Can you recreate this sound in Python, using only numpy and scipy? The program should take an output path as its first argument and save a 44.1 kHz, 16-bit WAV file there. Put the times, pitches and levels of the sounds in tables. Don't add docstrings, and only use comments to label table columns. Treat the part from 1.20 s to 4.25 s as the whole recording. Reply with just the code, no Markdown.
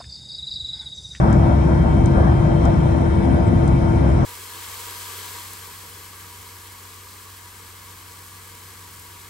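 import sys
import numpy as np
from scipy import signal
from scipy.fft import rfft, irfft, next_fast_len
from scipy.io import wavfile
from scipy.ndimage import uniform_filter1d, map_coordinates

SR = 44100
rng = np.random.default_rng(int(sys.argv[2]) if len(sys.argv) > 2 else 0)


def makeup_ratio(level_db):
    decades = np.asarray(level_db, float) / 20
    return 10 ** decades


def dump_mix(stems):
    frames = np.atleast_2d(stems).T
    limited = np.clip(frames, -1, 1)
    pcm = np.round(limited * 32767).astype(np.int16)
    wavfile.write(sys.argv[1], SR, pcm)


N = 134505

# f/Hz, likeness (0 to 1)
CORE_ALIKE = [(400, 0.099), (1000, 0.25), (1800, 0.91), (2500, .55), (3200, .2)]
# t/s, gearbox level/dB, bearing level/dB, turbine level/dB
SWELL = [(0, 4.5, 6, 6), (.25, 4, 5, -1), (.5, -0.5, -1, 2), (.8, 6, 3, 6), (1.1, -8, -1, 3),
         (1.3, 3, 2, -6.5), (1.7, -2, 4, -7), (2.05, 4.5, -1, 1), (2.45, -0.5, -2, 0), (2.75, 2, -4, 2),
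         (3.05, -9, 6, -4)]
PORT_LEAD_S = 0.00041
WHINE_WIDTH_HZ = 0.89
FITTING_LEFT_DB = 9


def unit(x):
    return x / np.sqrt(np.mean(x ** 2) + 1e-20)


def along(points, hz, closed=None):
    f, v = np.transpose(points)
    return np.interp(np.log(hz + 1), np.log(f + 1), v, closed, closed)


def curve(rows):
    s, v = np.transpose(rows)
    return np.interp(np.arange(N) / SR, s, v)


def wobble(rate):
    coarse = np.arange(0, N + 32, 32)
    knots = map_coordinates(rng.standard_normal(1000), [coarse * min(rate, 250) / SR])
    return np.interp(np.arange(N), coarse, knots)


def filtered(x, response):
    m = next_fast_len(N + 8192)
    return irfft(rfft(x, m) * response(np.fft.rfftfreq(m, 1 / SR)), m)[..., :N]


def bumps(hz, rows):
    return sum(db * np.exp(-((hz - centre) / width) ** 2) for centre, width, db in rows)


def wall(hz):
    wall_hz = [356, 590, 680, 765, 900, 1240, 4500, 8450]
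    # width/Hz, level/dB
    wall_rows = [(9, 3), (45, -8.5), (24.8, 2), (17.9, -1.5), (70, -2), (40, 1.5), (250, 5), (200, -3.5)]
    return makeup_ratio(bumps(hz, [(centre, *row) for centre, row in zip(wall_hz, wall_rows)]))


def pane(hz):
    pane_hz = [3143, 4230, 5325, 9050, 9540]
    # width/Hz, level/dB
    pane_rows = [(16, 7), (30, 2), (50, 3.5), (45, 8.5), (50, 0)]
    return makeup_ratio(bumps(hz, [(centre, *row) for centre, row in zip(pane_hz, pane_rows)]))


def colour(points):
    # f/Hz, width/Hz, level/dB
    cabin = [(43.6, 3.9, 8), (132.6, 5.2, 3.5), (158, 16, 1), (221.3, 8.9, 4), (262.4, 7, 7),
             (320.4, 16, -3), (348.6, 11, 3.5), (595, 16, 5.5), (721, 13, 2), (760, 4.9, 2)]
    return lambda hz: makeup_ratio(along(points, hz, closed=-120) + bumps(hz, cabin))


def rush(gain, alike, lead_s, patchy_db):
    # f/Hz, left over right level/dB
    left_over_right = [(60, 0), (130, 0), (290, 9.5), (450, 0.5), (1000, 3), (2500, 4), (5500, 14),
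                       (8800, 4)]
    z = signal.stft(rng.standard_normal((2, N)), nperseg=512)[2]
    field = uniform_filter1d(rng.standard_normal(z.shape[1:]), size=5, axis=0)
    field = uniform_filter1d(field, size=12, axis=1)
    common, own = signal.istft(z * makeup_ratio(patchy_db * unit(field)), nperseg=512)[1][:, :N]
    share = lambda hz: np.clip(along(alike, hz), 0, 1)
    far = lambda hz: gain(hz) * wall(hz) * makeup_ratio(-along(left_over_right, hz))
    left = filtered(common, gain)
    right = filtered(common, lambda hz: far(hz) * share(hz) * np.exp(-2j * np.pi * hz * lead_s))
    right = right + filtered(own, lambda hz: far(hz) * np.sqrt(1 - share(hz) ** 2))
    return np.array([left, right]) / np.sqrt(np.mean(left ** 2))


def tone(hz, width_hz, left_db, over_db, lead, sway_db, sway_rate=9):
    phase = 2 * np.pi * np.cumsum(hz + width_hz * wobble(40 + 2 * width_hz)) / SR
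    shared = wobble(sway_rate)
    separate = np.array([wobble(sway_rate), wobble(sway_rate)])
    sway = sway_db * (shared + 0.16 * separate)
    level = np.sqrt(2) * makeup_ratio(left_db + sway - [[0], [over_db]])
    return level * np.sin(phase - [[0], [lead]])


def hull():
    # f/Hz, level per Hz/dB
    rumble_points = [(15, -32.5), (25, -21), (54, -4.5), (71, -2.5), (158, -1), (302, -12), (336, -13),
                     (387, -21.5), (420, -23.5), (550, -44), (920, -120)]
    # f/Hz, likeness (0 to 1)
    hull_alike = [(60, 0.95), (130, 0.89), (270, 0.85), (400, 1)]
    # t/s, level/dB
    heave = [(0, 0.5), (.2, -0.5), (.8, -0.5), (.97, 0.5), (1.25, -0.5), (1.65, -1), (1.9, -2), (2.2, 0),
             (2.6, -1.5), (3.05, 0)]
    # t/s, f/Hz, level/dB
    boom_rows = [(0.0, 68.19, -19), (0.37, 66.6, -18), (1.51, 67.38, -21), (1.77, 74.35, -18),
                 (2.26, 68.92, -29.5), (2.41, 71.4, -24), (2.53, 67.1, -16.5), (2.66, 65.9, -24),
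                 (2.93, 66.63, -16.5), (3.05, 67.4, -25)]
    rumble = makeup_ratio(-14 + curve(heave)) * rush(colour(rumble_points), hull_alike, lead_s=.0001, patchy_db=0.4)
    boom_hz = curve(np.array(boom_rows)[:, [0, 1]])
    boom_db = curve(np.array(boom_rows)[:, [0, 2]]) - 0.5
    boom = tone(boom_hz, 2, boom_db, 0.81, -0.055, sway_db=2.5)
    return rumble + boom


def wheels():
    # t/s, level/dB
    rolling = [(0, -26), (.14, -26.5), (.18, -30), (.3, -26.5), (.37, -32.5), (.65, -30), (.93, -33.5),
               (.98, -24.5), (1.09, -26.5), (1.16, -33.5), (1.41, -31.5), (1.46, -26), (1.61, -34),
               (1.86, -31), (2.04, -34), (2.18, -29), (2.23, -32.5), (3.05, -31)]
    # f/Hz, level per Hz/dB
    trim = [(300, -39.5), (450, -6.5), (640, -2), (800, -6.5), (1100, -13.5), (1600, -16), (2200, -39.5)]
    swell = makeup_ratio(curve(rolling) + 6 + 0.32 * wobble(9.55))
    return swell * rush(colour(trim), CORE_ALIKE, PORT_LEAD_S, patchy_db=2.0)


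def core_drone():
    # f/Hz, level per Hz/dB
    drone = [(180, -32), (300, -8), (342, -4.5), (414, -14), (826, -30), (914, -9.5), (1150, -25),
             (2300, -28), (3300, -43.5), (4290, -82), (7260, -120)]
    return makeup_ratio(-30) * rush(colour(drone), CORE_ALIKE, PORT_LEAD_S, patchy_db=1.6)


def air_hiss():
    # f/Hz, level per Hz/dB
    hiss = [(2600, -9), (3600, 2), (4500, -8.5), (5200, -2.5), (8400, -10), (8750, -10), (9800, -8),
            (11300, -14.5)]
    # f/Hz, likeness (0 to 1)
    air_alike = [(3500, 0.46), (7500, 0.053), (8800, .8), (10000, .9)]
    return makeup_ratio(-47.5 + 0.38 * wobble(2.25)) * rush(colour(hiss), air_alike, lead_s=0.000236, patchy_db=1.7)


def gearbox():
    # t/s, f/Hz
    gear_hz = [(0, 2254), (1.5, 2247), (3.05, 2242)]
    gear_db = -53 + curve(np.array(SWELL)[:, [0, 1]])
    return tone(curve(gear_hz), WHINE_WIDTH_HZ, gear_db, 5, 0.77, sway_db=2.0, sway_rate=6.1)


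def whine(spool, orders, rows, swells):
    total = 0
    for k, (db, over_db, lead) in zip(orders, rows):
        level_db = db + swells.get(k, 0)
        sway_db = 0.4 * abs(k - .6)
        total = total + tone(k * curve(spool), k * WHINE_WIDTH_HZ, level_db, over_db, lead, sway_db, sway_rate=4)
    return total


def near_engine():
    # t/s, f/Hz
    spool = [(0, 3168.7), (.76, 3149.8), (1.52, 3138.5), (2.4, 3127), (3.05, 3122.5)]
    orders = [1, 1.2766, 1.3404, 1.6172, 1.6596, 1.6811, 1.7081, 2, 2.1919, 2.6808, 2.8933, 3, 3.021]
    # left level/dB, left over right level/dB, left lead/rad
    rows = [(-58, 3.5, 1.2), (-62, 14.5, -0.9), (-64, 10.5, 1.4), (-63, 8, -1), (-67, 12.5, -0.5),
            (-68.5, 8.5, -2), (-74.5, 5.5, 2), (-78.5, 5.5, -1), (-70.5, 12, 3.5), (-74.5, 5.5, 3.3),
            (-71.5, -1, -1.5), (-80, -1.5, -3.5), (-66, -5, -3.5)]
    # t/s, level/dB
    fan = [(0, -3), (.12, 2), (.45, 1.5), (.7, 1), (1.7, 0), (2.4, 0), (3.05, -1)]
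    # t/s, level/dB
    shaft = [(0, -7), (.4, -5), (.75, -11), (.9, 0), (1.6, 0.5), (3.05, -0.5)]
    # t/s, level/dB
    pump = [(0, 1), (1.5, 2.5), (1.95, -9), (2.3, -1), (2.55, 0), (3.05, -1.5)]
    # t/s, level/dB
    vane = [(0, -3), (.45, -3), (.8, -5.5), (1.8, -10), (2, 0), (3.05, -2)]
    # t/s, level/dB
    seal = [(0, 9), (.45, 4.5), (.7, -3.5), (3.05, -6)]
    swells = {1: curve(fan), 1.2766: curve(shaft), 1.3404: curve(pump), 1.6172: curve(vane), 1.6596: curve(seal)}
    swells[1.6811] = curve(np.array(SWELL)[:, [0, 2]])
    swells[2.8933] = curve(np.array(SWELL)[:, [0, 3]])
    return whine(spool, orders, rows, swells)


def far_engine():
    # t/s, f/Hz
    spool = [(0, 3176.5), (.76, 3162), (1.52, 3153), (2.29, 3145.5), (3.05, 3141.5)]
    orders = [.708, 1, 1.3404, 1.6169, 3.0214]
    # left level/dB, left over right level/dB, left lead/rad
    rows = [(-56, -2.5, 2.15), (-65, 1.5, -0.5), (-77, -1, 4.5), (-71.5, 4, -2), (-70.5, 1, -4.5)]
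    # t/s, level/dB
    fan = [(0, 0), (.12, 4), (.45, 1), (.8, -0.5), (2.4, -0.5), (3.05, -2)]
    return whine(spool, orders, rows, {1: curve(fan)})


def engines():
    through_window = air_hiss() + gearbox() + near_engine() + far_engine()
    return core_drone() + filtered(through_window, pane)


def machines():
    hum_hz = [333.8, 909.3, 1069, 1237, 1399.5, 1543, 1817.5, 1998, 2399, 2663, 2672, 3521, 8001, 9600,
              10668]
    # width/Hz, left level/dB, left over right level/dB, left lead/rad
    hum_rows = [(0.85, -22, 10.5, 1.7), (1, -36.5, 13, -1), (5.24, -47, 1, 1.9), (8.18, -45.5, 3.5, -2.5),
                (7, -45.5, 12, -1.5), (8, -54, -1.5, 2), (2, -52.5, 4.5, -3), (23, -56, -3.5, -1.2),
                (3, -63, -3, 2), (1, -60.5, 4, 2), (1.2, -66, -1.5, 1.5), (8.6, -65.5, 5.5, 1),
                (2.5, -77.5, 6, 5.7), (5.7, -79.5, 10, -13), (3, -73.5, 0.5, -1.5)]
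    return sum(tone(hz, *row, sway_db=-0.16) for hz, row in zip(hum_hz, hum_rows))


def patches():
    # t/s, f/Hz, half width/Hz
    scraps = [(.097, 10700, 150), (.119, 11600, 70), (.306, 10000, 200), (.493, 10200, 130),
              (.493, 9780, 90), (.595, 10700, 280), (.635, 10600, 170), (.84, 10650, 110),
              (.862, 10450, 800), (1.305, 10650, 80), (1.465, 11200, 110), (2.025, 10520, 200),
              (2.467, 10550, 250)]
    noise, t = rng.standard_normal(N), np.arange(N) / SR
    total = 0
    for s, hz, width in scraps:
        band = unit(filtered(noise, lambda f: np.abs(f - hz) < width))
        total = total + makeup_ratio(-71) * np.exp(-((t - s) / .012) ** 4) * band
    return total


def fitting():
    # t/s, peak level/dB
    ticks = [
        (0.1268, -34.5),
        (0.8577, -34.5),
        (1.4521, -35.5),
        (2.4768, -36.5),
        (2.759, -46),
    ]
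    # f/Hz, level per Hz/dB
    crack_points = [(4800, -27.5), (5600, -3), (6600, -3), (7600, -4), (8700, 0), (9300, -9), (12500, -22)]
    # f/Hz, level per Hz/dB
    rattle_points = [(3000, -20), (3700, -1), (4300, -6), (4950, 0), (5600, -7), (7500, -10), (9100, -14),
                     (10500, -22)]
    crack_hold_s, crack_t60_s = .003, .008
    rattle_rise_s, rattle_t60_s = .002, .065
    t = np.arange(SR // 10) / SR
    crack, rattle = np.zeros(N + SR), np.zeros(N + SR)
    for s, db in ticks:
        start = round(s * SR)
        crack[start:][:len(t)] += makeup_ratio(db - 5.5 - 60 * np.maximum(t - crack_hold_s, 0) / crack_t60_s)
        rise = 1 - np.exp(-t / rattle_rise_s)
        rattle[start:][:len(t)] += makeup_ratio(db - 8.5 - 60 * t / rattle_t60_s) * rise
    sharp = unit(filtered(rng.standard_normal((2, N)), colour(crack_points)))
    dull = unit(filtered(rng.standard_normal((2, N)), colour(rattle_points)))
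    balance = makeup_ratio([[FITTING_LEFT_DB / 2], [-FITTING_LEFT_DB / 2]])
    return (sharp * crack[:N] + dull * rattle[:N]) * balance


def squeak():
    centre_s, length_s = 2.272, 0.016
    centre_hz, width_hz = 7970, 470
    rub = unit(filtered(rng.standard_normal((2, N)), lambda hz: np.exp(-((hz - centre_hz) / width_hz) ** 2)))
    swell = np.exp(-((np.arange(N) / SR - centre_s) / length_s) ** 2)
    return rub * makeup_ratio([[-50], [-50 - FITTING_LEFT_DB]]) * swell


def scene():
    return hull() + wheels() + engines() + machines() + fitting() + squeak()


def low_pass(x):
    return signal.sosfilt(signal.butter(12, 11800, fs=SR, output="sos"), x)


def record(dry):
    # f/Hz, level/dB
    mid_points = [(9200, 0), (9350, -3), (9640, -3), (9660, -60)]
    # f/Hz, level/dB
    side_points = [(8500, 0), (8780, -4), (9000, 0), (10850, 0), (11000, -8), (11150, -60)]
    ceiling, knee = 1.1, 4
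    dry = dry / (1 + np.abs(dry / ceiling) ** knee) ** (1 / knee)
    mid = filtered((dry[0] + dry[1]) / 2, lambda hz: makeup_ratio(along(mid_points, hz))) + patches()
    side = filtered((dry[0] - dry[1]) / 2, lambda hz: makeup_ratio(along(side_points, hz)))
    return low_pass(np.array([mid + side, mid - side]))


dry = scene()
out = record(dry)
dump_mix(out)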